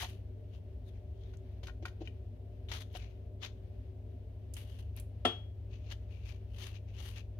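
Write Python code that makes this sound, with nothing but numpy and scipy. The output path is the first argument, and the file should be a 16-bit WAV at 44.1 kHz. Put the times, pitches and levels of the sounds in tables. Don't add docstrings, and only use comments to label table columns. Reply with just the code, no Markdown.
import sys
import numpy as np
from scipy import signal
from scipy.fft import rfft, irfft
from scipy.io import wavfile
from scipy.ndimage import uniform_filter1d

SR = 44100
rng = np.random.default_rng(int(sys.argv[2]) if len(sys.argv) > 2 else 0)


def store_wav(level_fs):
    pcm = np.round(np.clip(np.atleast_2d(level_fs), -1, 1) * 32767)
    wavfile.write(sys.argv[1], SR, pcm.T.astype(np.int16))


N = 325899
T = np.arange(N) / SR
HZ = np.maximum(np.fft.rfftfreq(N, 1 / SR), 1)
HALF_SECOND = SR // 2


def undb(db):
    return 10 ** (np.asarray(db) / 20)


def unit(x):
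    return x / np.sqrt(np.mean(x ** 2))


def sides(pan_db):
    return undb(np.array([[0.5], [-0.5]]) * pan_db)


def gains(points):
    hz, db = np.transpose(points)
    return undb(np.interp(np.log(HZ), np.log(hz), db))


def colour(x, gain):
    cepstrum = irfft(np.log(unit(gain)), N)
    cepstrum[1:N // 2] *= 2
    cepstrum[N // 2:] = 0
    response = np.exp(rfft(cepstrum))
    return irfft(rfft(x) * response, N)


def decay(t60):
    return np.exp(-np.log(1000) * T[:HALF_SECOND] / t60)


def add(out, s, x):
    i = max(int(s * SR), 0)
    out[:, i:i + x.shape[-1]] += x[..., :N - i]


def burst(t60, tail_db, tail_t60):
    envelope = decay(t60) + undb(tail_db) * decay(tail_t60)
    return rng.standard_normal((2, HALF_SECOND)) * envelope


def mode(hz, t60, lag=0.00013):
    t = np.maximum(T[:HALF_SECOND] - np.array([[0], [lag]]), 0)
    return np.sin(2 * np.pi * hz * t) * decay(t60)


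def ports(pair, apart_hz):
    a, b = rfft(pair)
    alike = 1 / (1 + (HZ / apart_hz) ** 2)
    shared = a * np.sqrt((1 + alike) / 2)
    opposed = np.array([[1], [-1]]) * b * np.sqrt((1 - alike) / 2)
    return irfft(shared + opposed, N)


def resonance(x, hz, width_hz):
    turn = np.exp(2j * np.pi * np.cumsum(hz) / SR)
    low_pass = signal.butter(2, width_hz / 2, fs=SR, output="sos")
    return unit((signal.sosfilt(low_pass, x / turn) * turn).real)


# (frequency [Hz], rms level before the overall trim [dB])
HUM_TONES = [(57.3, -54.5), (71.2, -52), (100.1, -48), (116, -68)]
# (frequency [Hz], relative level [dB per Hz])
RUMBLE_COLOUR = [(15, -50), (30, -15), (45, -12.5), (56, 2.5), (65, -5.5), (78, 1.5), (88, -7), (100, -9),
                 (125, -16.5), (200, -23), (320, -28), (600, -29), (1050, -46), (1500, -64.5)]
# (frequency [Hz], relative level [dB per Hz])
HISS_COLOUR = [(600, -3.5), (1500, 4.5), (3000, 5.5), (5000, -5), (6600, -9.5), (7300, -28.5), (11000, -12),
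               (15000, -17), (16000, -28)]
# (frequency [Hz], width [Hz], peak gain before the overall trim [dB])
CASING_RESONANCES = [(256, 38.3, 9), (358, 23, 1), (381.2, 6.6, 14), (380.4, 22, 12), (444.5, 15, 9),
                     (605, 27.5, 10.5), (698, 23, 7.5)]
MOVE_S, MOVE_LENGTH_S = 4.23, 0.63
MOVE_CASING_DB, MOVE_HUM_DB = -3.5, 2


def background(rumble_db=-49, casing_db=-0.2, hum_db=-0.74, hiss_db=-78, waver_db=1.5):
    moved = np.clip((T - MOVE_S) / MOVE_LENGTH_S, 0, 1)
    casing = sum((undb(db) - 1) / (1 + (2 * (HZ - hz) / width) ** 2)
                 for hz, width, db in CASING_RESONANCES)
    rumble = unit(colour(ports(rng.standard_normal((2, N)), 600), gains(RUMBLE_COLOUR)))
    casing_ring = irfft(rfft(rumble) * casing, N)
    rumble = rumble + casing_ring * undb(casing_db + MOVE_CASING_DB * moved)

    hum = sum(np.sqrt(2) * undb(db) * np.sin(2 * np.pi * (hz * T + rng.random()))
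              for hz, db in HUM_TONES)
    hum = hum * undb(hum_db + MOVE_HUM_DB * moved)

    slow_noise = unit(uniform_filter1d(rng.standard_normal(N), size=6000))
    hiss = colour(rng.standard_normal((2, N)), gains(HISS_COLOUR)) * undb(waver_db * slow_noise)
    return undb(rumble_db) * rumble * sides(0.8) + hum * sides(2.4) + undb(hiss_db) * hiss * sides(6.1)


def slips(rate, spread_db):
    hit = rng.random(N) < rate / SR
    size = undb(spread_db * np.minimum(rng.exponential(size=N), 4))
    return unit(hit * size * rng.standard_normal((2, N)))


# (time of firmest pressure [s], swell [s], fade [s], level [dB],
# treble relative to the level [dB], left minus right [dB], swish pitch [Hz])
BRUSH_STROKES = [ (0.021, 0.076, 0.048, -46.5, -5, 15, 3000), (.085, 0.055, 0.091, -60, -6, 7, 2750),
                 (.556, 0.059, 0.05, -71.5, -12, 9, 2900), (.886, 0.042, 0.027, -72, -5, 14.5, 3600),
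                 (.97, 0.052, 0.038, -80, -16, 16, 1920), (1.24, 0.13, .13, -79.5, -17, 16.5, 3400),
                 (1.637, 0.0057, 0.051, -60.5, -11.5, 6, 3040), (2.014, 0.011, 0.031, -60, -24, 6, 2820),
                 (2.062, 0.035, 0.022, -65.5, -24, 10, 2680), (2.693, 0.0081, 0.07, -54, -17, 12, 3320),
                 (2.748, 0.037, 0.07, -47, -12, 7.5, 3070), (2.817, 0.025, 0.016, -51, -7.5, 11, 3420),
                 (2.972, 0.036, 0.01, -52.5, -9.5, 12, 2860), (3.02, 0.12, 0.11, -63.5, -18, 9.5, 2320),
                 (3.439, 0.023, 0.045, -42.5, -19, 8.5, 3320), (4.575, 0.034, 0.11, -58.5, -3, 6.5, 2770),
                 (4.71, 0.12, 0.2, -69.5, -5.5, 11.5, 3000), (4.792, 0.014, 0.036, -61.5, -6, 7, 2840),
                 (4.978, .02, 0.046, -59, -7, 9.5, 2520), (5.738, 0.054, 0.078, -68, -33, 10.5, 2560),
                 (5.89, .11, 0.045, -70, -22, 17, 2550), (5.923, 0.026, 0.023, -49.5, -16.5, 9, 3030),
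                 (6.122, 0.044, 0.23, -77, -12, 21, 2550), (6.286, 0.061, 0.087, -60.5, -12, 13.5, 2480),
                 (6.63, 0.094, .11, -54.5, -8.5, 13.5, 2860), (6.76, 0.043, 0.029, -62, -17, 15, 2620),
                 (6.888, 0.016, 0.04, -71, -32, 15.5, 2410), (6.995, 0.073, 0.13, -65, -19, 19.5, 2880),
                 (7.06, 0.1, 0.12, -57.5, -4.5, 11.5, 2930), (7.182, 0.048, 0.041, -55, -13.5, 10.5, 2550),
                 ]
# (frequency [Hz], relative level [dB per Hz])
RUSTLE_COLOUR = [(150, -27), (400, -13), (700, -4.5), (1050, -4.5), (1400, -6.5), (1900, -1.5), (3100, -1),
                 (4200, -3.5), (5200, -9), (6500, -7.5), (7500, -26), (16000, -37.5)]
# (frequency [Hz], relative level [dB per Hz])
SIZZLE_COLOUR = [(6000, -24), (8000, -5), (9500, 3), (12500, 0.5), (16000, -12.5)]
STROKE_DROP_DB, STROKE_POWER = 20.5, 1.27
LIGHT_DB, SWISH_MASKING = -69.5, 0.37


def strokes(swish_db=-4, swish_width_hz=680, flutter_db=2.0):
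    press, treble = np.zeros((2, 2, N))
    for s, swell_s, fade_s, db, treble_db, pan_db, _ in BRUSH_STROKES:
        away = np.maximum((s - T) / swell_s, (T - s) / fade_s)
        near = away < 4
        gain = undb(db - STROKE_DROP_DB * away[near] ** STROKE_POWER) * sides(pan_db)
        press[:, near] = np.hypot(press[:, near], gain)
        treble[:, near] = np.hypot(treble[:, near], gain * undb(treble_db) * sides(-8))
    both_sides_db = 10 * np.log10(press[0] * press[1] + 1e-18)
    firm_db = np.maximum(both_sides_db - LIGHT_DB, -10)

    unevenness = unit(uniform_filter1d(rng.standard_normal(N), size=300))
    grains = slips(7000, 0.94) * undb(flutter_db * unevenness)
    rustle = colour(grains * press, gains(RUSTLE_COLOUR))
    sizzle = colour(grains * treble, gains(SIZZLE_COLOUR))
    s, *_, hz = np.transpose(BRUSH_STROKES)
    swish = resonance(grains, np.interp(T, s, hz), swish_width_hz)
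    return rustle + sizzle + swish * press * undb(swish_db - SWISH_MASKING * firm_db)


# (time [s], click level before trim [dB],
# ring level before trim [dB], ring centre [Hz], left minus right [dB])
RING_TAPS = [ (.0074, -36, -49, 870, -3), (.0274, -38, -35, 905, 1), (.0425, -35.5, -38, 930, 2),
             (1.336, -58.5, -56, 1360, 9), (1.6306, -46.5, -50, 590, 6), (1.669, -42, -49, 1500, 5.5),
             (1.683, -51, -41, 1320, 5), (1.696, -60, -44.5, 1520, 7), (1.8237, -54.5, -41.5, 400, 5),
             (1.854, -38, -31.5, 1460, 3.5), (1.881, -50.5, -45, 1690, 5), (2.0083, -73, -43.5, 403, 2),
             (2.016, -68, -37.5, 440, 3.5), (2.074, -54, -45, 2450, 10), (2.6868, -56, -52, 3600, 16),
             (2.715, -33.5, -40.5, 1160, 10), (2.949, -42, -40, 686, 7), (2.961, -54, -52, 2480, 10),
             (3.433, -52, -45, 3300, 13), (4.5667, -46, -49.5, 2900, 7), (5.916, -45.5, -56, 3220, 6),
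             (6.6662, -41, -65, 3200, 5), ]
# (frequency [Hz], relative level [dB], time to fall 60 dB [s])
RING_MODES = [(250, 9.5, 0.036), (332, 4.5, 0.094), (359, -1.5, 0.096), (423, -10.5, 0.15),
              (573, 0.5, 0.05), (713, 1, 0.065), (742, 0, 0.083), (915, -4, 0.067), (1058, -10.5, 0.083),
              (1447, -5, 0.047), (1530, -8, 0.036), (1874, -7, 0.054), (2110, -19, 0.023), (2450, 6, 0.018),
              (2834, 0, 0.038), (2960, -13, 0.035), (3047, 4, 0.04), (3760, -1, 0.031)]
TAP_TREBLE_DB, TAP_TREBLE_DB_PER_OCTAVE = -13, 5


def taps(click_db=-5, ring_db=-2, spread_octaves=0.39, contact_s=0.033):
    click, snap, body = np.zeros((3, 2, N))
    for s, db, body_db, centre_hz, pan_db in RING_TAPS:
        softness = 2000 / centre_hz
        contact = contact_s * np.sqrt(softness)
        crack = burst(contact, -10, 0.13) * (1 - decay(contact / 4))
        crack = crack * undb(db + click_db) * sides(pan_db)
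        add(click, s, crack)
        snap_db = TAP_TREBLE_DB - TAP_TREBLE_DB_PER_OCTAVE * np.log2(softness)
        add(snap, s, crack * undb(snap_db) * sides(-7))
        for hz, mode_db, t60 in RING_MODES:
            octaves_off = np.log2(hz / centre_hz)
            weight = rng.choice([-1, 1]) / (1 + (octaves_off / spread_octaves) ** 2)
            level = weight * undb(body_db + mode_db + ring_db)
            add(body, s, level * mode(hz, t60) * sides(pan_db))
    return colour(click, gains(RUSTLE_COLOUR)) + colour(snap, gains(SIZZLE_COLOUR)) + body


# (time [s], level before trim [dB], pitch [Hz], left minus right [dB])
WET_TICKS = [(1.371, -52.5, 6500, 5), (2.9285, -60, 12900, 14), (2.974, -47, 10400, 4),
             (4.5379, -36.5, 10600, -8.5), (4.5408, -35, 6600, -1), (4.568, -40, 9200, 0),
             (4.965, -41, 12000, -1), (4.999, -34.5, 9560, -4), (5.003, -45, 11000, 4)]


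def ticks(tick_db=1, sharpness=5, snap_db=-26):
    out = np.zeros((2, N))
    for s, db, hz, pan_db in WET_TICKS:
        snap = burst(0.011, -19.5, 0.13)
        film = signal.lfilter(*signal.iirpeak(hz, sharpness, fs=SR), snap)
        add(out, s, (film + undb(snap_db) * snap) * undb(db + tick_db) * sides(pan_db))
    return out


# (time [s], level before trim [dB])
BOWL_KNOCKS = [(5.2501, -37), (5.252, -23), (5.2567, -31.5)]
# (frequency [Hz], relative level [dB], time to fall 60 dB [s], left minus right [dB])
THUD_MODES = [(186, -15, 0.14, 2), (248.7, -6, 0.17, 1), (352, -7.5, 0.18, 10), (396, -13.5, 0.079, -4),
              (442, -8, 0.176, -2), (698, 4, 0.079, -3), (754, -7.5, 0.096, -2.5), (1160, -14, 0.12, -6),
              (1208, -20, 0.072, -10.5), (1330, -4, 0.066, 17), (1380, -8.5, 0.076, 3),
              (1820, -9, 0.089, 6.5), (2640, -31, 0.098, -4), (2720, -14, .12, 12.5)]
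# (frequency [Hz], relative level [dB], time to fall 60 dB [s], left minus right [dB])
CLINK_MODES = [(3302, -2.5, .28, 5), (3272, -21, .24, 4), (4440, -19, .06, 4), (7429, -31, .16, 3),
               (8875, -20, .11, 0), (10900, -25, .035, 0)]
# (frequency [Hz], relative level [dB per Hz])
BLOW_COLOUR = [(120, -41), (250, 0), (700, 3), (1100, -3.5), (2200, -8), (3000, 1.5), (4500, -15),
               (7000, -23), (8000, -39.5), (11000, -29.5), (16000, -50)]


def knock(blow_db=-1, thud_db=-25, clink_db=-25):
    blow, body = np.zeros((2, 2, N))
    for s, db in BOWL_KNOCKS:
        add(blow, s, undb(db + blow_db) * burst(0.027, -13.0, 0.28))
    first_touch_s = BOWL_KNOCKS[0][0]
    for modes, level_db in (THUD_MODES, thud_db), (CLINK_MODES, clink_db):
        ring = sum(undb(db) * mode(hz, t60) * sides(pan_db) * (-1) ** k
                   for k, (hz, db, t60, pan_db) in enumerate(modes))
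        add(body, first_touch_s, undb(level_db) * ring * (1 - decay(0.014)))
    return colour(ports(blow, 1000), gains(BLOW_COLOUR)) * sides(5.2) + body


def room(x, wet_db=-15, t60=0.3):
    tail = rng.standard_normal((2, HALF_SECOND)) * decay(t60) * (1 - decay(0.0098))
    tail /= np.sqrt(np.sum(tail ** 2) / 2)
    return x + undb(wet_db) * signal.fftconvolve(x, tail, axes=1)[:, :N]


def scene():
    hum = background()
    return room(strokes() + taps() + ticks() + knock()) + hum


def record(dry):
    return signal.sosfilt(signal.ellip(10, 0.2, 70, 15800, fs=SR, output="sos"), dry)


dry = scene()
out = record(dry)
store_wav(out)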